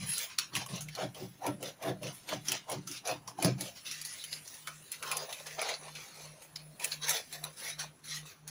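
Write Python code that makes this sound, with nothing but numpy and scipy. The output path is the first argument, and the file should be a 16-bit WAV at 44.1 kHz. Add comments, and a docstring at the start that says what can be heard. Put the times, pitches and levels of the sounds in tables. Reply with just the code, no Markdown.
"""At a table in a small room, scissors cut thick paper close to a phone.
Each stroke tears fibres, bends the sheet and drums the table top; the closing scissors knock on it.
Then the sheet is lifted and crumples in the hand, its creases snapping sharply.
The table top and the room echo the paper. Behind it all, a machine hum throbs faintly."""
import sys
import numpy as np
from scipy import signal
from scipy.fft import rfft, irfft, next_fast_len
from scipy.io import wavfile
from scipy.ndimage import uniform_filter1d, map_coordinates

SR = 44100
rng = np.random.default_rng(int(sys.argv[2]) if len(sys.argv) > 2 else 0)


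def log_audio(samples):
    """Write samples as a 16-bit WAV file to the path given in sys.argv[1]."""
    # one column per channel
    frames = np.atleast_2d(samples).T
    # limit to full scale, then quantise
    limited = np.clip(frames, -1, 1)
    pcm = np.round(limited * 32767).astype(np.int16)
    wavfile.write(sys.argv[1], SR, pcm)


N = 374830

# Blade strokes and pulls at the sheet: t/s, length/s, rustle level/dB, hiss level/dB,
# bending level/dB, swell/dB, rustle f/Hz, bending f/Hz
STROKES = [(0.0, 0.051, -43.5, -53, -59, 7, 3940, 820), (0.066, 0.18, -39, -38, -56.5, 9, 4020, 826),
           (0.302, 0.022, -46.5, -59, -59, 0, 3200, 1140), (0.4, 0.023, -39.5, -50, -57, -1.5, 4500, 1330),
           (0.537, 0.082, -42.5, -50, -49, 1, 3550, 950), (0.689, 0.093, -44, -53, -50.5, 4.5, 4230, 745),
           (0.87, 0.11, -52.5, -73, -80, 11, 3000, 885), (0.982, 0.055, -43.5, -53, -34.5, 6, 3400, 620),
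           (1.165, 0.079, -53, -53, -52, -0.5, 3720, 680),
           (1.416, 0.071, -50, -51.5, -37.5, 12.5, 3300, 694),
           (1.609, 0.073, -45.5, -47.5, -44, 12.5, 3660, 634),
           (1.824, 0.069, -47.0, -51, -36, 4.5, 3320, 655), (2.022, 0.065, -45, -50.5, -46, 9.5, 3550, 573),
           (2.128, 0.042, -71, -53.5, -87, -2, 3980, 960),
           (2.278, 0.058, -39.5, -45.5, -40.5, 11.5, 3370, 730),
           (2.455, 0.098, -37, -44, -53, 11.5, 4070, 805), (2.685, 0.05, -42, -50, -42, 10.5, 4030, 720),
           (2.874, 0.091, -45.5, -47.5, -78, 9, 5200, 1240), (3.055, 0.059, -40.5, -46, -38, 8, 4000, 705),
           (3.271, 0.013, -56, -59, -48, 25, 5300, 1040), (3.383, 0.1, -39.0, -54, -38, 18.5, 4300, 690),
           (3.585, 0.099, -45.7, -49.5, -52.5, 5.5, 4840, 680),
           (3.753, 0.025, -48, -51.5, -64, 14, 4250, 820), (3.858, 0.36, -48.5, -53.5, -70, -6, 4820, 1090),
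           (4.228, 0.081, -53, -62, -71, 1, 3580, 1000), (4.313, 0.055, -45.5, -47, -69, 2, 4390, 820),
           (4.453, 0.1, -56, -53.5, -74, 0, 5500, 910), (4.668, 0.016, -46, -50, -50, 11, 3060, 1290),
           (4.923, 0.024, -44.5, -48, -68, -3, 3830, 1260), (5.033, 0.2, -43.5, -49.5, -42.5, 5, 3770, 990),
           (5.294, 0.13, -51.5, -53, -54.5, -3.5, 4270, 734),
           (5.467, 0.086, -49.5, -52, -59.5, -7.5, 3380, 648),
           (5.586, 0.13, -38.5, -50, -38, 4.5, 3130, 820), (5.815, 0.064, -53.5, -64, -53, 1.5, 3040, 870),
           (5.96, 0.088, -51.5, -55, -65, -10, 3660, 1060), (6.155, 0.099, -52, -51, -55.5, 5, 4000, 800),
           (6.424, 0.021, -66, -55, -67, -10, 2440, 686), (6.56, 0.038, -57.5, -71, -63, 13, 4750, 890),
           (6.82, 0.06, -44.3, -47, -49, -3.5, 3420, 686), (6.904, 0.03, -39.5, -44.5, -54, 12, 4380, 710),
           (7.023, 0.022, -39, -46.5, -47.5, 8, 4310, 910),
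           (7.071, 0.095, -35, -39.5, -43.5, 3.5, 4860, 790),
           (7.313, 0.042, -46.5, -47.5, -48.5, 15, 4070, 830),
           (7.427, 0.043, -51.5, -58, -45.5, 11, 3770, 780),
           (7.573, 0.13, -40.5, -45, -52.5, 12.5, 3900, 900), (7.792, 0.026, -39, -43.5, -47, 2, 3930, 900),
           (8.044, 0.13, -41, -44.5, -61.5, 13.5, 4020, 970), (8.262, 0.046, -52, -50, -64, 1, 4000, 940),
           (8.48, 0.03, -49.5, -55, -57, 3.0, 5070, 1020)]
# Soft sliding between strokes: t/s, rustle level/dB, hiss level/dB, bending level/dB
SLIDING = [(0, -56, -56, -70), (.4, -88, -64.5, -87), (1.3, -65, -60.5, -78), (1.95, -72, -68, -83),
           (2.2, -57.5, -59, -73), (3.3, -71, -68, -65), (3.8, -59.5, -58.5, -78), (4.5, -58, -53.5, -75),
           (4.95, -60.5, -56.5, -71), (5.4, -59.5, -53, -65), (6.2, -56.5, -58, -63),
           (6.6, -70, -63, -65.5), (7.4, -59.5, -55, -77), (7.95, -74, -69, -87), (8.3, -70, -65, -60.5),
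           (8.5, -77, -76, -82)]
# Tone of the paper's rustle: f/Hz, level/dB
RUSTLE_TONE = [(600, -40), (1200, -7.5), (2300, -1.5), (4500, -1.5), (7000, 0), (9000, -8), (16000, -46)]
# Tone of its fine, high hiss: f/Hz, level/dB
HISS_TONE = [(4000, -37.5), (7500, 6), (10000, -1.5), (16000, -10)]
# Pitches at which the sheet rings: f/Hz, width/Hz, level/dB
SHEET_RINGS = [(430, 130, -3.5), (522, 63, 1.5), (617, 68, -0.5), (694, 138, -2), (953, 280, -0.5),
               (1024, 168, 2.5), (1470, 500, -7)]
# Snapping creases and clicking blades: t/s, level/dB, relative bright level/dB,
# relative hollow level/dB, ring f/Hz, time to fade by 60 dB/s, hollow f/Hz
SNAPS = [(0.181, -31, 5, -25, 6040, 0.08, 713), (0.387, -8, -14.5, -24, 4350, 0.043, 1420),
         (0.5533, -15.5, -10, -15, 2750, 0.082, 1100), (0.5659, -14.5, -15.5, -16, 1880, 0.079, 1040),
         (0.6627, -36.5, 0.5, -1, 2940, 0.047, 1070), (0.6887, -33, -28, -15, 2420, 0.05, 1020),
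         (0.7607, -31.5, -9, -2, 6500, 0.054, 530), (0.8083, -28.5, -7, -14, 6500, 0.15, 1490),
         (0.8861, -27, -19, -33, 2160, 0.063, 961), (0.9517, -26.5, -14, -25, 4230, 0.089, 515),
         (1.1473, -33, -11.5, -16, 3170, 0.068, 830), (1.4661, -20.5, -11.5, -12, 2260, 0.066, 530),
         (1.6281, -28, -6, 1, 2940, 0.055, 543), (1.8267, -27, -14, -7, 2250, 0.096, 740),
         (2.032, -28.5, -12, -17, 2710, 0.076, 1050), (2.0696, -23.5, -21, -12, 2800, 0.05, 540),
         (2.2902, -22.5, -14, -24, 2250, 0.042, 748), (2.4848, -16, -12.5, -21, 5750, 0.065, 740),
         (2.5196, -11, -9.5, -35, 3020, 0.027, 1510), (2.6988, -32.5, 1.5, -23, 2200, 0.042, 705),
         (2.7176, -24.5, -6.5, -23, 2900, 0.05, 716), (2.8744, -25, -13, -14.5, 6100, 0.081, 1350),
         (2.9145, -30, -8, -25, 5400, 0.15, 1400), (2.976, -29, -21, -27, 3970, 0.087, 1340),
         (3.0742, -24, -8.5, -3, 6240, 0.09, 633), (3.277, -30, -10.5, -10, 5330, 0.14, 1030),
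         (3.3874, -43.5, -4, 15.5, 5330, 0.05, 750), (3.4256, -17, -8, -7, 2190, 0.056, 630),
         (3.4474, -15.5, -8.5, -20, 4970, 0.079, 664), (3.6093, -22, -5.5, -7, 4200, 0.078, 646),
         (3.8667, -30, -16, -23, 3960, 0.05, 1390), (3.9126, -23.5, -12, -28, 5700, 0.15, 1390),
         (4.0153, -29, -4, -30, 4800, 0.042, 1210), (4.0506, -28, -5.5, -24, 4600, 0.15, 940),
         (4.2401, -26.5, -8.5, -31, 3020, 0.078, 1480), (4.3292, -19, -19, -25, 4100, 0.038, 721),
         (4.4776, -30, -10, -27, 6200, 0.04, 842), (4.5421, -34, -11, -28, 6000, 0.072, 1290),
         (4.673, -22.5, -14, -6, 2140, 0.086, 1400), (4.9187, -33.5, 4.5, -19, 3560, 0.058, 1290),
         (5.027, -21, -13, -10, 2300, 0.056, 1420), (5.1152, -15, -11.5, -27, 2480, 0.076, 940),
         (5.17, -24.5, 2, -18, 6000, 0.035, 778), (5.2274, -52, -15, 1, 5980, 0.05, 528),
         (5.2904, -53, -7, -9, 2400, 0.046, 624), (5.3272, -23, -11.5, -29, 3720, 0.076, 519),
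         (5.3991, -35, -11, -25, 3700, 0.05, 622), (5.468, -38, -1, -7, 5860, 0.062, 1490),
         (5.51, -29, -20, -14, 2360, 0.046, 506), (5.5934, -17, -25, -10, 2420, 0.023, 610),
         (5.6165, -18.5, -12, -3, 2320, 0.042, 622), (5.6908, -15, -19, -19, 2250, 0.058, 961),
         (5.7402, -24, -27, -21, 4410, 0.11, 1290), (5.882, -30.5, -31, -4, 2260, 0.059, 1020),
         (5.9534, -29, -13, -23, 2430, 0.068, 659), (6.56, -22, -19, -42, 4900, 0.035, 721),
         (6.7989, -27, -10, -19, 2470, 0.071, 715), (6.8451, -15, -4.5, -16, 2330, 0.045, 630),
         (6.9201, -19, -18, -35, 4400, 0.043, 651), (7.045, -24, -16, -22, 4030, 0.057, 926),
         (7.0838, -17.5, -13, -11, 2340, 0.15, 920), (7.0942, -10, -9.5, -28, 6600, 0.03, 870),
         (7.1064, -21, -2, -16, 4300, 0.06, 595), (7.1104, -21.5, -22, -6, 6000, 0.029, 1300),
         (7.1672, -26, -10, -24, 4350, 0.15, 700), (7.3272, -28.5, -8, -32, 4100, 0.13, 912),
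         (7.4403, -25, -5, -23, 3900, 0.037, 775), (8.0414, -41, -12, -27, 3880, 0.05, 934),
         (8.4778, -29.5, -7.5, -23, 6760, 0.066, 931)]
# Echoes of the snaps off nearby surfaces: delay/s, level/dB
NEAR_ECHOES = [(.0022, -21), (.0045, -11.5), (.009, -8)]
# The lower blade presses on the table: t/s, deep drumming level/dB, higher drumming level/dB
PRESSES = [(0.028, -39.5, -60), (0.586, -42, -52.5), (0.746, -40, -55), (.87, -53, -70),
           (1.063, -39.5, -47), (1.25, -46, -48), (1.508, -40.5, -38.5), (1.641, -50.5, -47),
           (1.91, -42, -41), (2.076, -43.5, -45.5), (2.352, -44.5, -47), (2.518, -50, -47.5),
           (2.774, -40, -42.5), (2.93, -58, -53), (3.141, -49.5, -46.5), (3.29, -57, -83), (3.41, -53, -54),
           (3.475, -37, -35), (3.53, -37, -47.5), (3.63, -50, -51.5)]
# Pitches at which the table rings, the four deep ones first: f/Hz, width/Hz, level/dB
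TABLE_RINGS = [(127, 9.2, 7), (186.4, 11.2, 5), (208.5, 69, -18), (94, 38, -20.5), (293, 12, -6.5),
               (378.5, 7.4, -9)]
# Blows of the closing scissors: t/s, level/dB
KNOCKS = [(3.448, 26.5), (3.46, 23.5)]
# The dull body of a knock: f/Hz, width/Hz, level/dB
THUD = [(330, 370, -14.5)]
# Echo off the table under the paper: t/s, spacing of the peaks it adds to the tone/Hz, level/dB
TABLE_ECHO = [(0, 2530, -4.5), (.36, 2600, -31), (.38, 1360, -14), (.5, 1350, 3.5), (.53, 2830, -18),
              (2, 3030, -16.5), (3.5, 2800, -38.5), (4.2, 2096, -7), (4.9, 3100, -32), (5.3, 2000, -15),
              (5.6, 2090, -14.5), (6.3, 2050, -10), (6.9, 2320, -16), (7.1, 1925, -8.5), (8.5, 2090, -7.5)]
# How long the room rings: f/Hz, time to fade by 60 dB/s
ROOM_FADE = [(300, 0.042), (2000, 0.18), (6000, 0.024), (15000, 0.18)]
# Throbs of the hum, timed where each one drops: t/s, level/dB
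THROBS = [(-.25, -60), (.13, -49.5), (.52, -69), (.94, -50), (1.33, -60), (1.72, -61), (2.12, -54),
          (2.5, -56), (2.9, -59), (3.3, -64), (3.68, -67), (4.09, -63.5), (4.44, -61.5), (4.83, -58.5),
          (5.25, -57.5), (5.59, -60.5), (6.01, -57), (6.35, -57.5), (6.73, -54.5), (7.13, -54),
          (7.52, -56.5), (7.91, -54.5), (8.26, -53), (8.63, -53)]
# The machine's two tones: f/Hz, level/dB
HUM_TONES = [(152, 0), (50.7, -19)]
# Tone of the room's background noise: f/Hz, level/dB
AIR_TONE = [(25, -4), (50, -3), (100, 8), (200, 9.5), (500, 1.5), (2000, -3), (16000, -21)]
# Tone of the phone's microphone opening: f/Hz, level/dB
MIC_TONE = [(20, 1.5), (5000, -0.5), (6300, -1.5), (7200, -8), (8100, -13.5), (9000, -4), (10300, 6.5),
            (11800, -1.5), (12600, -10.5), (13400, -8), (14400, -7.5), (15400, 10.5), (16500, -46)]
# The part of the sound that sets left and right apart: f/Hz, level/dB
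STEREO_SPREAD = [(3000, -66), (4500, -46.5), (8000, -3.5), (10000, -27), (13000, 4.5), (16000, -16)]


def paper_fibres():
    """Fibres tear and slide: one crackle gives both a rustle and a finer hiss."""
    start, length, rustle_db, hiss_db, _, swell_db, stroke_hz, _ = np.transpose(STROKES)
    centre_hz, = curves(np.transpose([start + length / 2, stroke_hz]))
    soft_rustle, soft_hiss, _ = amp(curves(SLIDING))
    fibres = crackle(per_s=200, spread_db=2.5, life_s=.006, share=.22)
    streaks = lift_band(patchy(fibres, 4.5, bins=3, frames=12), centre_hz, octaves=0.75, lift_db=2.5)
    rustle = unit(filtered(streaks, colour(RUSTLE_TONE)))
    hiss = unit(filtered(patchy(fibres, 3.7, bins=13, frames=13), colour(HISS_TONE)))
    rustle_gain = bursts(start, length, rustle_db, swell_db, rise_db_s=1507, fade_db_s=328)
    hiss_gain = bursts(start, length, hiss_db, 0.37 * swell_db, rise_db_s=1507, fade_db_s=396)
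    return np.hypot(rustle_gain, soft_rustle) * rustle + np.hypot(hiss_gain, soft_hiss) * hiss


def sheet_bending():
    """The sheet rings as it bends; in each stroke the pitch falls as the loose flap grows."""
    start, length, _, _, bend_db, swell_db, _, bend_hz = np.transpose(STROKES)
    sag = 2 ** (3.6 * length / 2)  # 3.6 octaves a second
    centre_hz, = curves(sorted([*zip(start, bend_hz * sag), *zip(start + length, bend_hz / sag)]))
    _, _, soft_bend = amp(curves(SLIDING))
    bends = patchy(crackle(per_s=150, spread_db=8, life_s=0.003, share=0.3), 4, bins=2, frames=14)
    ringing = unit(filtered(lift_band(bends, centre_hz, octaves=0.6, lift_db=13), modes(SHEET_RINGS)))
    gain = bursts(start, length, bend_db, swell_db - 2, rise_db_s=637, fade_db_s=384)
    return np.hypot(gain, soft_bend) * ringing


def snaps():
    """A crease or blade creeps for a moment, cracks, then sprays noise that rings at its own pitch."""
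    lead = SR // 200
    t = (np.arange(SR // 5) - lead) / SR
    after = t.clip(0, 1)
    parts = np.zeros((3, N + SR))
    for start, db, bright_db, hollow_db, ring_hz, fade_s, hollow_hz in SNAPS:
        fade = 1.71 * amp(-60 * after / 0.0051) + 0.69 * amp(-60 * after / fade_s)
        onset = np.where(t < 0, .3 * amp(60 * t / .012), 1 - .7 * np.exp(-after / .0003))
        noise = rng.standard_normal(len(t))
        spikes = amp(0.95 * rng.standard_normal(len(t) // 20 + 1).repeat(20)[:len(t)])
        burst = amp(db - 7) * fade * onset * noise * spikes
        burst[lead] += amp(db + 5)  # the crack itself
        ring = signal.lfilter(*signal.iirpeak(ring_hz, Q=12, fs=SR), burst)
        pocket = signal.iirpeak(hollow_hz, Q=5.7, fs=SR)
        hollow = signal.lfilter(*pocket, signal.lfilter(*pocket, burst))
        layers = [0.46 * burst + 2.33 * ring, amp(bright_db) * burst, amp(hollow_db) * hollow]
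        parts[:, round(start * SR):][:, :len(t)] += layers
    middle, bright, hollow = parts[:, lead:N + lead]
    direct = (amp(1.5) * filtered(patchy(middle, 2.2, bins=2, frames=5), colour(RUSTLE_TONE))
              + amp(8.5) * filtered(bright, colour(HISS_TONE)) + amp(20) * hollow)
    return filtered(direct, lambda hz: 1 + sum(
        amp(db) * np.exp(-2j * np.pi * hz * delay) for delay, db in NEAR_ECHOES))


def table_drumming():
    """The lower blade pushes unevenly on the table; where it presses decides which pitches ring."""
    at, deep_db, higher_db = np.transpose(PRESSES)
    press_s = 0.021
    pushes = crackle(per_s=120, spread_db=4, life_s=0.004, share=0.5)
    deep = unit(filtered(pushes, modes(TABLE_RINGS[:4])))
    higher = unit(filtered(pushes, modes(TABLE_RINGS[4:])))
    deep_gain = bursts(at - press_s / 2, press_s, deep_db, 0, rise_db_s=363, fade_db_s=219)
    higher_gain = bursts(at - 0.023, press_s, higher_db, 0, rise_db_s=363, fade_db_s=352)
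    return deep_gain * deep + higher_gain * higher


def table_knocks():
    """The closing scissors hit the table, which thuds and rings."""
    blows = np.zeros(N)
    for at, db in KNOCKS:
        blows[round(at * SR)] = amp(db)
    return filtered(blows, modes(TABLE_RINGS)) - filtered(blows, modes(THUD))


def with_table_echo(x):
    """The sound plus its slightly later copy off the table top."""
    spacing_hz, echo_db = curves(TABLE_ECHO)
    return x + amp(echo_db) * map_coordinates(x, [np.arange(N) - SR / spacing_hz])


def room_echo(x):
    """Each pitch dies away at its own speed; every quarter second gets a fresh echo tail."""
    out, step, delay = np.zeros(N + SR), SR // 4, 200  # step and delay in samples
    for start in range(0, N, step):
        hz, t, spectrum = signal.stft(rng.standard_normal(SR // 2), SR, nperseg=256)
        fade = amp(-60 * t / along(ROOM_FADE, hz)[:, None])
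        tail = signal.istft(spectrum * fade, SR, nperseg=256)[1]
        echo = signal.fftconvolve(x[start:start + step], tail / np.linalg.norm(tail))
        out[start + delay:][:len(echo)] += echo[:len(out) - start - delay]
    return out[:N]


def machine_hum():
    """A low hum: each throb swells slowly, holds unsteadily and drops quickly."""
    t = np.arange(N) / SR
    drops, top_db = np.transpose(THROBS)
    count = np.interp(t, drops, np.arange(len(drops)))  # goes up by one per throb
    dip_db = 22 * ((.8 - count % 1) / 0.57).clip(0, 1) ** 1.77
    level = amp(top_db[np.ceil(count).astype(int)] - dip_db)
    swell = uniform_filter1d(uniform_filter1d(level, SR // 25), SR // 25)
    tone = sum(amp(db) * np.sin(2 * np.pi * hz * t) for hz, db in HUM_TONES)
    flutter_hz = 14
    flutter_db = rng.standard_normal(int(N * flutter_hz / SR) + 4)
    flutter = amp(map_coordinates(flutter_db, [t * flutter_hz]))
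    return np.sqrt(2) * swell * flutter * tone


def room_air():
    """A faint draught fills the room with low noise."""
    draught = patchy(rng.standard_normal(N), 2.5)
    return amp(-65) * unit(filtered(draught, colour(AIR_TONE)))


def crackle(per_s, spread_db, life_s, share):
    """Tiny noise bursts of uneven size over smooth rubbing noise."""
    starts = (rng.random(N) < per_s / SR) * amp(spread_db * rng.exponential(size=N).clip(0, 4))
    fade = signal.lfilter([1], [1, -np.exp(-1 / (life_s * SR))], starts)
    return (share * unit(fade) + 1 - share) * rng.standard_normal(N)


def bursts(start, length, db, swell_db, rise_db_s, fade_db_s):
    """Loudness curve of events that rise, swell (or sink) while they last, then fade."""
    power, pad = np.zeros(N + 2 * SR), SR // 4
    t = np.arange(-pad, 3 * pad) / SR
    for at, hold, end_db, swell in np.broadcast(start, length, db, swell_db):
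        to_come = swell * (1 - t / hold).clip(0, 1) ** 2.75  # most of a swell comes early
        level = end_db + rise_db_s * t.clip(-1, 0) - to_come - fade_db_s * (t - hold).clip(0, 1)
        power[SR + round(at * SR) - pad:][:len(t)] += amp(2 * level)
    return np.sqrt(power[SR:SR + N])


def patchy(x, depth_db, bins=5, frames=5):
    """Make random patches of pitch and time louder or softer, as when the sheet changes shape."""
    spectrum = signal.stft(x, nperseg=512)[2]
    patches = uniform_filter1d(uniform_filter1d(rng.standard_normal(spectrum.shape), bins, 0), frames, 1)
    return signal.istft(spectrum * amp(depth_db * unit(patches)), nperseg=512)[1][:N]


def lift_band(x, centre_hz, octaves, lift_db):
    """Boost a band of pitches that moves with the size of the sheet's loose part."""
    hz, t, spectrum = signal.stft(x, SR, nperseg=512)
    away = np.log2((hz[:, None] + 1) / centre_hz[np.minimum((t * SR).astype(int), N - 1)]) / octaves
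    return signal.istft(spectrum * amp(lift_db * np.exp(-away ** 2)), SR, nperseg=512)[1][:N]


def filtered(x, response):
    """Pass x through a filter, given as a function of frequency."""
    size = next_fast_len(N + SR // 2)
    return irfft(rfft(x, size) * response(np.fft.rfftfreq(size, 1 / SR)), size)[..., :N]


def colour(points):
    """A filter that follows (f/Hz, level/dB) points and never sounds ahead of its input."""
    def response(hz):
        cepstrum = irfft(np.log(amp(along(points, hz))))
        cepstrum[1:len(cepstrum) // 2] *= 2
        cepstrum[len(cepstrum) // 2 + 1:] = 0
        return np.exp(rfft(cepstrum))
    return response


def modes(rows):
    """A filter that rings at each (f/Hz, width/Hz, level/dB) row."""
    return lambda f: sum((-1) ** k * amp(db) * 1j * f * width / (hz * hz - f * f + 1j * f * width)
                         for k, (hz, width, db) in enumerate(rows))


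def curves(rows):
    """Turn each column after the time into one value per sample."""
    times, *columns = np.transpose(rows)
    return [np.interp(np.arange(N) / SR, times, column) for column in columns]


def along(points, hz):
    """Read between (f/Hz, value) points on a pitch scale."""
    point_hz, values = np.transpose(points)
    return np.interp(np.log(hz + 1), np.log(point_hz + 1), values)


def amp(db):
    """Turn decibels into a gain."""
    return 10 ** (np.asarray(db) / 20)


def unit(x):
    """Scale x to an average power of one."""
    return x / np.sqrt(np.mean(x ** 2) + 1e-20)


def scene():
    """All the sounds meet at one point in front of the phone."""
    cracks = with_table_echo(snaps())
    sheet = with_table_echo(paper_fibres() + sheet_bending())
    air = room_air()
    echo = room_echo(amp(-19) * cracks + amp(-7.5) * sheet)
    mono = cracks + sheet + echo + table_drumming() + table_knocks() + machine_hum() + air
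    return np.array([mono, mono])


def record(dry):
    """The microphone opening colours the treble; the treble also differs a little between left and right."""
    mid = filtered(dry[0], colour(MIC_TONE))
    hz, _, spectrum = signal.stft(mid, SR, nperseg=512)
    scrambled = spectrum * np.exp(2j * np.pi * rng.random(spectrum.shape))
    side = signal.istft(scrambled * amp(along(STEREO_SPREAD, hz))[:, None], SR, nperseg=512)[1][:N]
    return filtered(np.array([mid + side, mid - side]), lambda hz: hz < 15900)


dry = scene()
out = record(dry)
log_audio(out)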